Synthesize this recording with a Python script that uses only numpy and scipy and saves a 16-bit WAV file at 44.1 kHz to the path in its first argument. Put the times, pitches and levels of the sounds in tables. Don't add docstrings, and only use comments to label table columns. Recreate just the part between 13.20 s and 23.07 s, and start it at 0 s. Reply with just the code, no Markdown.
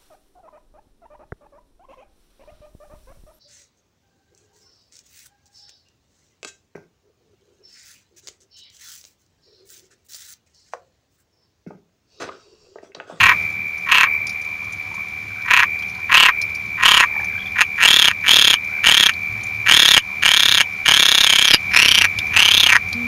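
import sys
import numpy as np
from scipy import signal
from scipy.fft import rfft, irfft, next_fast_len
from scipy.io import wavfile
from scipy.ndimage import map_coordinates

SR = 44100
rng = np.random.default_rng(int(sys.argv[2]) if len(sys.argv) > 2 else 0)


def put_to_file(sound):
    columns = np.atleast_2d(sound).T
    safe = np.clip(columns, -1, 1)
    whole_steps = np.round(safe * 32767)
    wavfile.write(sys.argv[1], SR, whole_steps.astype(np.int16))


N = 435266

# time in seconds, garden echo in dB,
# tilt of the throat sound in dB per octave (higher is brighter).
FROG_POSE = [(0, -2, -7.5), (3.8, -5, -5), (4.8, -12, 12), (8.2, -10.5, 31.5), (8.6, -11, 2)]


def amp(db):
    return 10 ** (np.asarray(db) / 20)


def unit(x):
    return x / np.sqrt(np.mean(x ** 2) + 1e-20)


def clock(length):
    return np.arange(int(length * SR)) / SR


def along(points, hz):
    point_hz, values = np.transpose(points)
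    return np.interp(np.log(hz + 1), np.log(point_hz + 1), values)


def curves(rows):
    times, *columns = np.transpose(rows)
    return [np.interp(np.arange(N) / SR, times, column) for column in columns]


def wobble(rate):
    return map_coordinates(rng.standard_normal(int(N * rate / SR) + 4), [np.arange(N) * rate / SR])


def filtered(x, response):
    size = next_fast_len(N + SR // 2)
    return irfft(rfft(x, size) * response(np.fft.rfftfreq(size, 1 / SR)), size)[:N]


def noise(spectrum):
    return unit(filtered(rng.standard_normal(N), lambda hz: amp(along(spectrum, hz))))


def add(track, start, sound):
    i = int(round(start * SR))
    part = sound[max(-i, 0):max(N - i, 0)]
    track[max(i, 0):max(i, 0) + len(part)] += part


def ring(t, hz, t60, attack):
    t = np.maximum(t, 0)
    return np.sin(2 * np.pi * hz * t) * amp(-60 * t / t60) * (1 - np.exp(-t / attack))


def night(rumble_gain_db=2, air_gain_db=4.5):
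    # time in seconds, relative levels of rumble and air in dB.
    levels = [(0.0, -32.5, -37), (0.38, -47, -49), (7.72, -43, -45), (7.89, -52, -39.5),
              (8.6, -39.5, -41.5), (9.87, -40, -44)]
    # frequency in Hz, relative level in dB.
    rumble_spectrum = [(20, -55), (45, -15), (70, -4.5), (100, 2), (140, -11.5), (190, -4), (260, -16.5),
                       (450, -19), (900, -89)]
    air_spectrum = [(30, -60), (150, -37), (500, -4.5), (690, 0), (755, 13.5), (830, -4), (1100, 7.5),
                    (1500, 1.5), (2000, 5.5), (2900, 0), (4500, -3), (7000, -8)]
    rumble_db, air_db = curves(levels)
    rumble = amp(rumble_db + rumble_gain_db + 2 * wobble(9.2)) * noise(rumble_spectrum)
    air = amp(air_db + air_gain_db + 0.25 * wobble(4.3)) * noise(air_spectrum)
    return rumble + air


def hums(fade_share=0.12, waver=0.019):
    # start in seconds, length in seconds, pitch in Hz, level in dB.
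    tones = [(5.948, 0.68, 110, -41), (8.654, 1.25, 90.9, -40), (9.739, 0.15, 242, -29.5)]
    out, drift = np.zeros(N), wobble(16.1)
    for start, length, hz, db in tones:
        t = clock(length)
        swell = np.clip(np.minimum(t, length - t) / (fade_share * length), 0, 1)
        phase = 2 * np.pi * np.cumsum(hz * (1 + waver * drift[:len(t)])) / SR
        add(out, start, amp(db) * swell * unit(np.sin(phase) + amp(-18.5) * np.sin(2 * phase)))
    return out


def cricket(hz=2345, strokes_per_s=76.6, sag_hz=130, drift_hz=9, uneven_db=1.9, slip_rad=1.42):
    strokes = np.cumsum(strokes_per_s * (1 + .012 * wobble(5))) / SR
    progress = strokes % 1
    slip = slip_rad * rng.standard_normal(1000)[strokes.astype(int)]
    pitch = hz + sag_hz * (.5 - progress) + drift_hz * (wobble(60) + .5 * wobble(4.4))
    swell = np.abs(np.sin(np.pi * progress)) ** 0.99 * amp(uneven_db * wobble(50))
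    return unit(swell * np.sin(2 * np.pi * np.cumsum(pitch) / SR + slip))


def crickets(others_db=-14, gain_db=-1):
    # time in seconds, relative level in dB.
    levels = [(.13, -17), (.36, -25), (.62, -27.5), (.89, -17), (1.12, -25.5), (1.7, -29), (2.2, -28),
              (2.47, -22), (2.8, -28), (3.15, -19.5), (3.5, -28), (3.88, -20), (4.25, -26), (5.55, -22),
              (6.45, -25.5), (7.9, -25.5), (8.6, -21), (9.87, -23.5)]
    others = noise([(1900, -22.5), (2140, -5), (2210, -30), (2300, -16),
                    (2430, -8.5), (2560, -10.5), (2800, -79)])
    return amp(curves(levels)[0] + gain_db) * unit(cricket() + amp(others_db) * others)


def far_frogs(pulses_per_s=70, t60=0.027, gain_db=16, chorus_db=-44, chorus_hz=1350, count=34):
    # start and length in seconds, pitch in Hz, relative level in dB.
    clear_croaks = [(1.72, 0.038, 910, -42), (3.917, .14, 1750, -38), (3.923, 0.13, 824, -39.5),
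                    (4.077, 0.19, 1650, -44), (4.168, 0.11, 3320, -40), (5.46, 0.18, 1490, -44)]
    chorus = [(when * N / SR, 0.089 + 0.083 * span, chorus_hz * 2 ** (pitch - .5), chorus_db - 9 * far)
              for when, span, pitch, far in rng.random((count, 4))]
    out, t = np.zeros(N), clock(.03)
    for start, length, hz, db in list(clear_croaks) + chorus:
        ages = np.arange(0, length, 1 / pulses_per_s)
        for age, (late, detune) in zip(ages, rng.standard_normal((40, 2))):
            swell = amp(db + gain_db) * np.sin(np.pi * age / length)
            pulse = ring(t, hz * (1 + .04 * detune), t60, attack=0.00042)
            add(out, start + age + 0.013 * late, swell * pulse)
    return out


def crackle(level_db=-33, spread_db=12, band_hz=(3000, 7000), t60=0.027, count=170):
    out, t = np.zeros(N), clock(.02)
    for when, faintness in rng.random((count, 2)):
        fade = amp(level_db - spread_db * faintness - 60 * t / t60)
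        add(out, when * N / SR, fade * rng.standard_normal(len(t)))
    return signal.sosfilt(signal.butter(1, band_hz, "band", fs=SR, output="sos"), out)


def drips(t60=0.033, splash_db=-6, gain_db=4, faint_db=-34, count=36):
    # start in seconds, relative level in dB, pitch in Hz the bubble rises past.
    drops = [(1.069, -25, 4970), (1.094, -26, 4940), (1.524, -36, 6400), (1.743, -36, 6070),
             (2.624, -29, 2910), (3.216, -20, 4836), (3.35, -29.5, 5130), (4.045, -32.5, 5700),
             (5.936, -25.5, 3980), (6.235, -27, 6300), (8.988, -12.5, 3260), (9.729, -20, 4300)]
    faint = [(when * N / SR, faint_db - 9 * faintness, 4000 + 2500 * pitch)
             for when, faintness, pitch in rng.random((count, 3))]
    out, t = np.zeros(N), clock(.06)
    for start, db, hz in list(drops) + faint:
        cycles = np.cumsum(hz * (1.15 - .4 * np.exp(-t / .003))) / SR
        bubble = np.sin(2 * np.pi * cycles) * amp(-60 * t / t60) * (1 - np.exp(-t / 0.0029))
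        band = signal.butter(1, [.7 * hz, 1.3 * hz], "band", fs=SR, output="sos")
        spray = unit(signal.sosfilt(band, rng.standard_normal(len(t))))
        splash = amp(splash_db - 60 * t / 0.018) * spray
        add(out, start, amp(db + gain_db) * (bubble + splash))
    return out


def syllables(settle_syllables=4, attack_db_per_s=715, release_s=0.0096, push_db=3, push_s=0.095):
    # start and length in seconds, number of syllables, hurry from 0 to 1,
    # sac pitch in Hz at the start, top and end, place of the top from 0 to 1, flatness of the arch
    # (1 is pointed, 4 is flat), relative levels of sac and throat in dB, level change at each end in dB.
    croaks = [(0.01, 0.11, 5, 0.066, 2570, 2500, 2040, 0.34, 1.5, -19, -16.5, -3, -9.5),
              (0.671, .195, 8, .18, 2150, 2710, 2180, 0.38, 1.7, -17.5, -19.5, -34, -26),
              (2.259, 0.17, 7, 0.16, 1850, 2430, 2080, 0.55, 2.7, -17.5, -18, -41.5, -4),
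              (2.9, 0.19, 8, 0.23, 2120, 2860, 2140, 0.59, 2, -11.5, -16, -28.5, -8),
              (3.584, 0.25, 10, 0.25, 1920, 2945, 2030, 0.6, 2.6, -13.5, -16, -44.5, -10),
              (4.365, 0.05, 3, 0.053, 1980, 2650, 2520, .95, 0.7, -10, -13.5, -38.5, -2),
              (4.59, 0.32, 13, 0.3, 2030, 3343, 2600, 0.61, 2.42, -10.5, -19, -34.5, -17.5),
              (5.047, 0.29, 12, 0.34, 2050, 3360, 2890, 0.61, 4.7, -10, -21, -34.5, -3),
              (5.646, 0.25, 10, 0.3, 2750, 3230, 2600, 0.72, 3.2, -12, -18, -15, -10),
              (6.47, .304, 12, 0.24, 2470, 3386, 2960, 0.74, 3.65, -9.5, -15.5, -24, 3),
              (7.032, .378, 14, 0.12, 2750, 3510, 2860, 0.79, 2, -15.5, -22, -11, 2.5),
              (7.664, .378, 14, .17, 2860, 3540, 3450, 0.93, 1.66, -14, -21, -11.5, 1),
              (8.072, 0.27, 10, 0.013, 3096, 3246, 2795, 0.84, 0.88, -14.5, -22, -3, 8.5),
              (8.52, 0.33, 12, 0.31, 2170, 2990, 2330, 0.64, 1.7, -11, -27.5, -29.5, -3.5),
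              (9.121, .44, 16, .2, 2440, 3550, 1890, 0.65, 0.98, -11.5, -28, -38.5, -1.5)]
    rows = []
    for (start, length, count, hurry, first_hz, top_hz, last_hz, top_place, flatness,
         sac_db, throat_db, first_db, last_db) in croaks:
        gaps = 1 - hurry * np.exp(-np.arange(count - 1) / settle_syllables)
        progress = np.append(0, np.cumsum(gaps)) / gaps.sum()
        age = length * progress
        slack = np.abs(np.interp(progress, [0, top_place, 1], [-1, 0, 1])) ** flatness
        hz = top_hz + slack * (np.where(progress < top_place, first_hz, last_hz) - top_hz)
        swell_db = np.minimum(first_db + attack_db_per_s * age, 0)
        shape_db = swell_db + last_db * np.exp((age - length) / release_s)
        sac_levels = sac_db + shape_db + push_db * np.exp(-age / push_s)
        throat_levels = throat_db + 0.54 * shape_db + 7.5 * (top_hz - hz) / 1000
        rows.extend(zip(start + age, hz, sac_levels, throat_levels))
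    return rows


def frogs(sac_gain_db=6, throat_gain_db=3, taut_hz=3300, jitter_s=.0005, scatter_db=2,
          sac_attack_s=0.00028, throat_attack_s=0.001):
    # seconds from its centre, relative level in dB.
    clicks = [(-.0112, -24), (-.0074, -11.5), (-.0032, -4.5), (.003, -3.5)]
    # multiple of the pitch, relative level in dB, ring time in seconds.
    sac_tones = [(1, 1, 0.0063), (.84, 0.5, 0.0038), (1.15, -32.5, 0.012), (1.5, -38, 0.02)]
    # pitch in Hz, relative level in dB, ring time in seconds.
    throat_tones = [(1076, 6.5, 0.021), (1206, 0, 0.053), (1516, 7, 0.013), (1850, 24, 0.0057),
                    (2314, 11.5, 0.0066)]
    # time in seconds, pitch in Hz, level in dB compared with the sacs.
    upper_ring = [(3.1, 6500, -23.5), (3.7, 6730, -16), (5.2, 6534, -14.5), (8.25, 6550, -11.5),
                  (8.3, 5100, -9), (8.36, 4560, -1), (8.6, 5470, -9.5), (9.4, 6340, -16)]
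    out, t = np.zeros(N), clock(.05) - .02
    click_s, click_db = np.transpose(clicks)
    upper_hz, upper_db = curves(upper_ring)
    tilt_db = curves(FROG_POSE)[1]
    rattle = syllables()
    chance = rng.standard_normal((len(rattle), 6, len(clicks), 1))
    for (centre, hz, sac_db, throat_db), (late, size, pitch, shape, pace, strain) in zip(rattle, chance):
        now = int(centre * SR)
        age = t - click_s[:, None] * (1 + 0.1 * pace[0]) - jitter_s * late
        force = amp(click_db[:, None] * (hz / taut_hz) ** 0.71 + scatter_db * size)
        tension = 1 + .028 * pitch + .01 * strain[0]
        opening = 1 + .02 * shape
        sac = sum(amp(db) * ring(age, multiple * hz * tension, t60, sac_attack_s)
                  for multiple, db, t60 in sac_tones)
        upper = ring(age, upper_hz[now] * opening, 0.007, sac_attack_s)
        below_upper = amp(-7) * ring(age, 0.781 * upper_hz[now] * tension, 0.011, sac_attack_s)
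        sac += amp(upper_db[now]) * (upper + below_upper)
        throat = sum(amp(db + tilt_db[now] * np.log2(f)) * ring(age, f * opening, t60, throat_attack_s)
                     for f, db, t60 in throat_tones)
        sac_voice = amp(sac_db + sac_gain_db) * unit((force * sac).sum(0))
        throat_voice = amp(throat_db + throat_gain_db) * unit((force * throat).sum(0))
        add(out, centre + t[0], (sac_voice + throat_voice) / np.sqrt(2))
    return signal.sosfilt(signal.butter(8, 990, "high", fs=SR, output="sos"), out)


def garden_echo(x, delay_s=0.002014):
    # frequency in Hz, seconds to fade by 60 dB.
    ring_times = [(200, 0.039), (1500, 0.037), (3000, 0.063), (8000, 0.046)]
    hz, t, bands = signal.stft(rng.standard_normal(SR // 4), SR, nperseg=256)
    fade = amp(-60 * t / along(ring_times, hz)[:, None])
    tail = signal.istft(bands * fade, SR, nperseg=256)[1]
    delayed_tail = np.pad(tail / np.linalg.norm(tail), (int(delay_s * SR), 0))
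    return signal.fftconvolve(x, delayed_tail)[:N]


def scene():
    near = frogs() + drips() + crackle()
    echo = amp(curves(FROG_POSE)[0]) * garden_echo(near)
    return (near + echo + far_frogs() + crickets() + hums() + night())[None]


def gain_control(x, threshold_db=-12, slope=0.22, recover_s=0.065):
    memory = np.exp(-1 / (recover_s * SR))
    power = signal.lfilter([1 - memory], [1, -memory], x ** 2)
    return x / (1 + power / amp(threshold_db) ** 2) ** slope


def record(dry, sample_hz=16000, band_hz=7450, top_hz=15720, lopsided=0.12, clip_level=1.06):
    def passband(hz):
        return 1 / (1 + (hz / band_hz) ** 50) / np.sinc(np.minimum(hz / sample_hz, .5)) ** 2

    band = filtered(gain_control(dry[0]), passband)
    ticks = np.arange(0, N, SR / sample_hz)
    samples = map_coordinates(band, [ticks])
    samples += lopsided * np.tanh(samples) ** 2
    clipped = samples / (1 + np.abs(samples / clip_level) ** 14) ** (1 / 14)
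    joined = np.interp(np.arange(N), ticks, clipped)
    return filtered(joined, lambda hz: (hz < top_hz) * hz / np.hypot(hz, 10))[None]


dry = scene()
out = record(dry)
put_to_file(out)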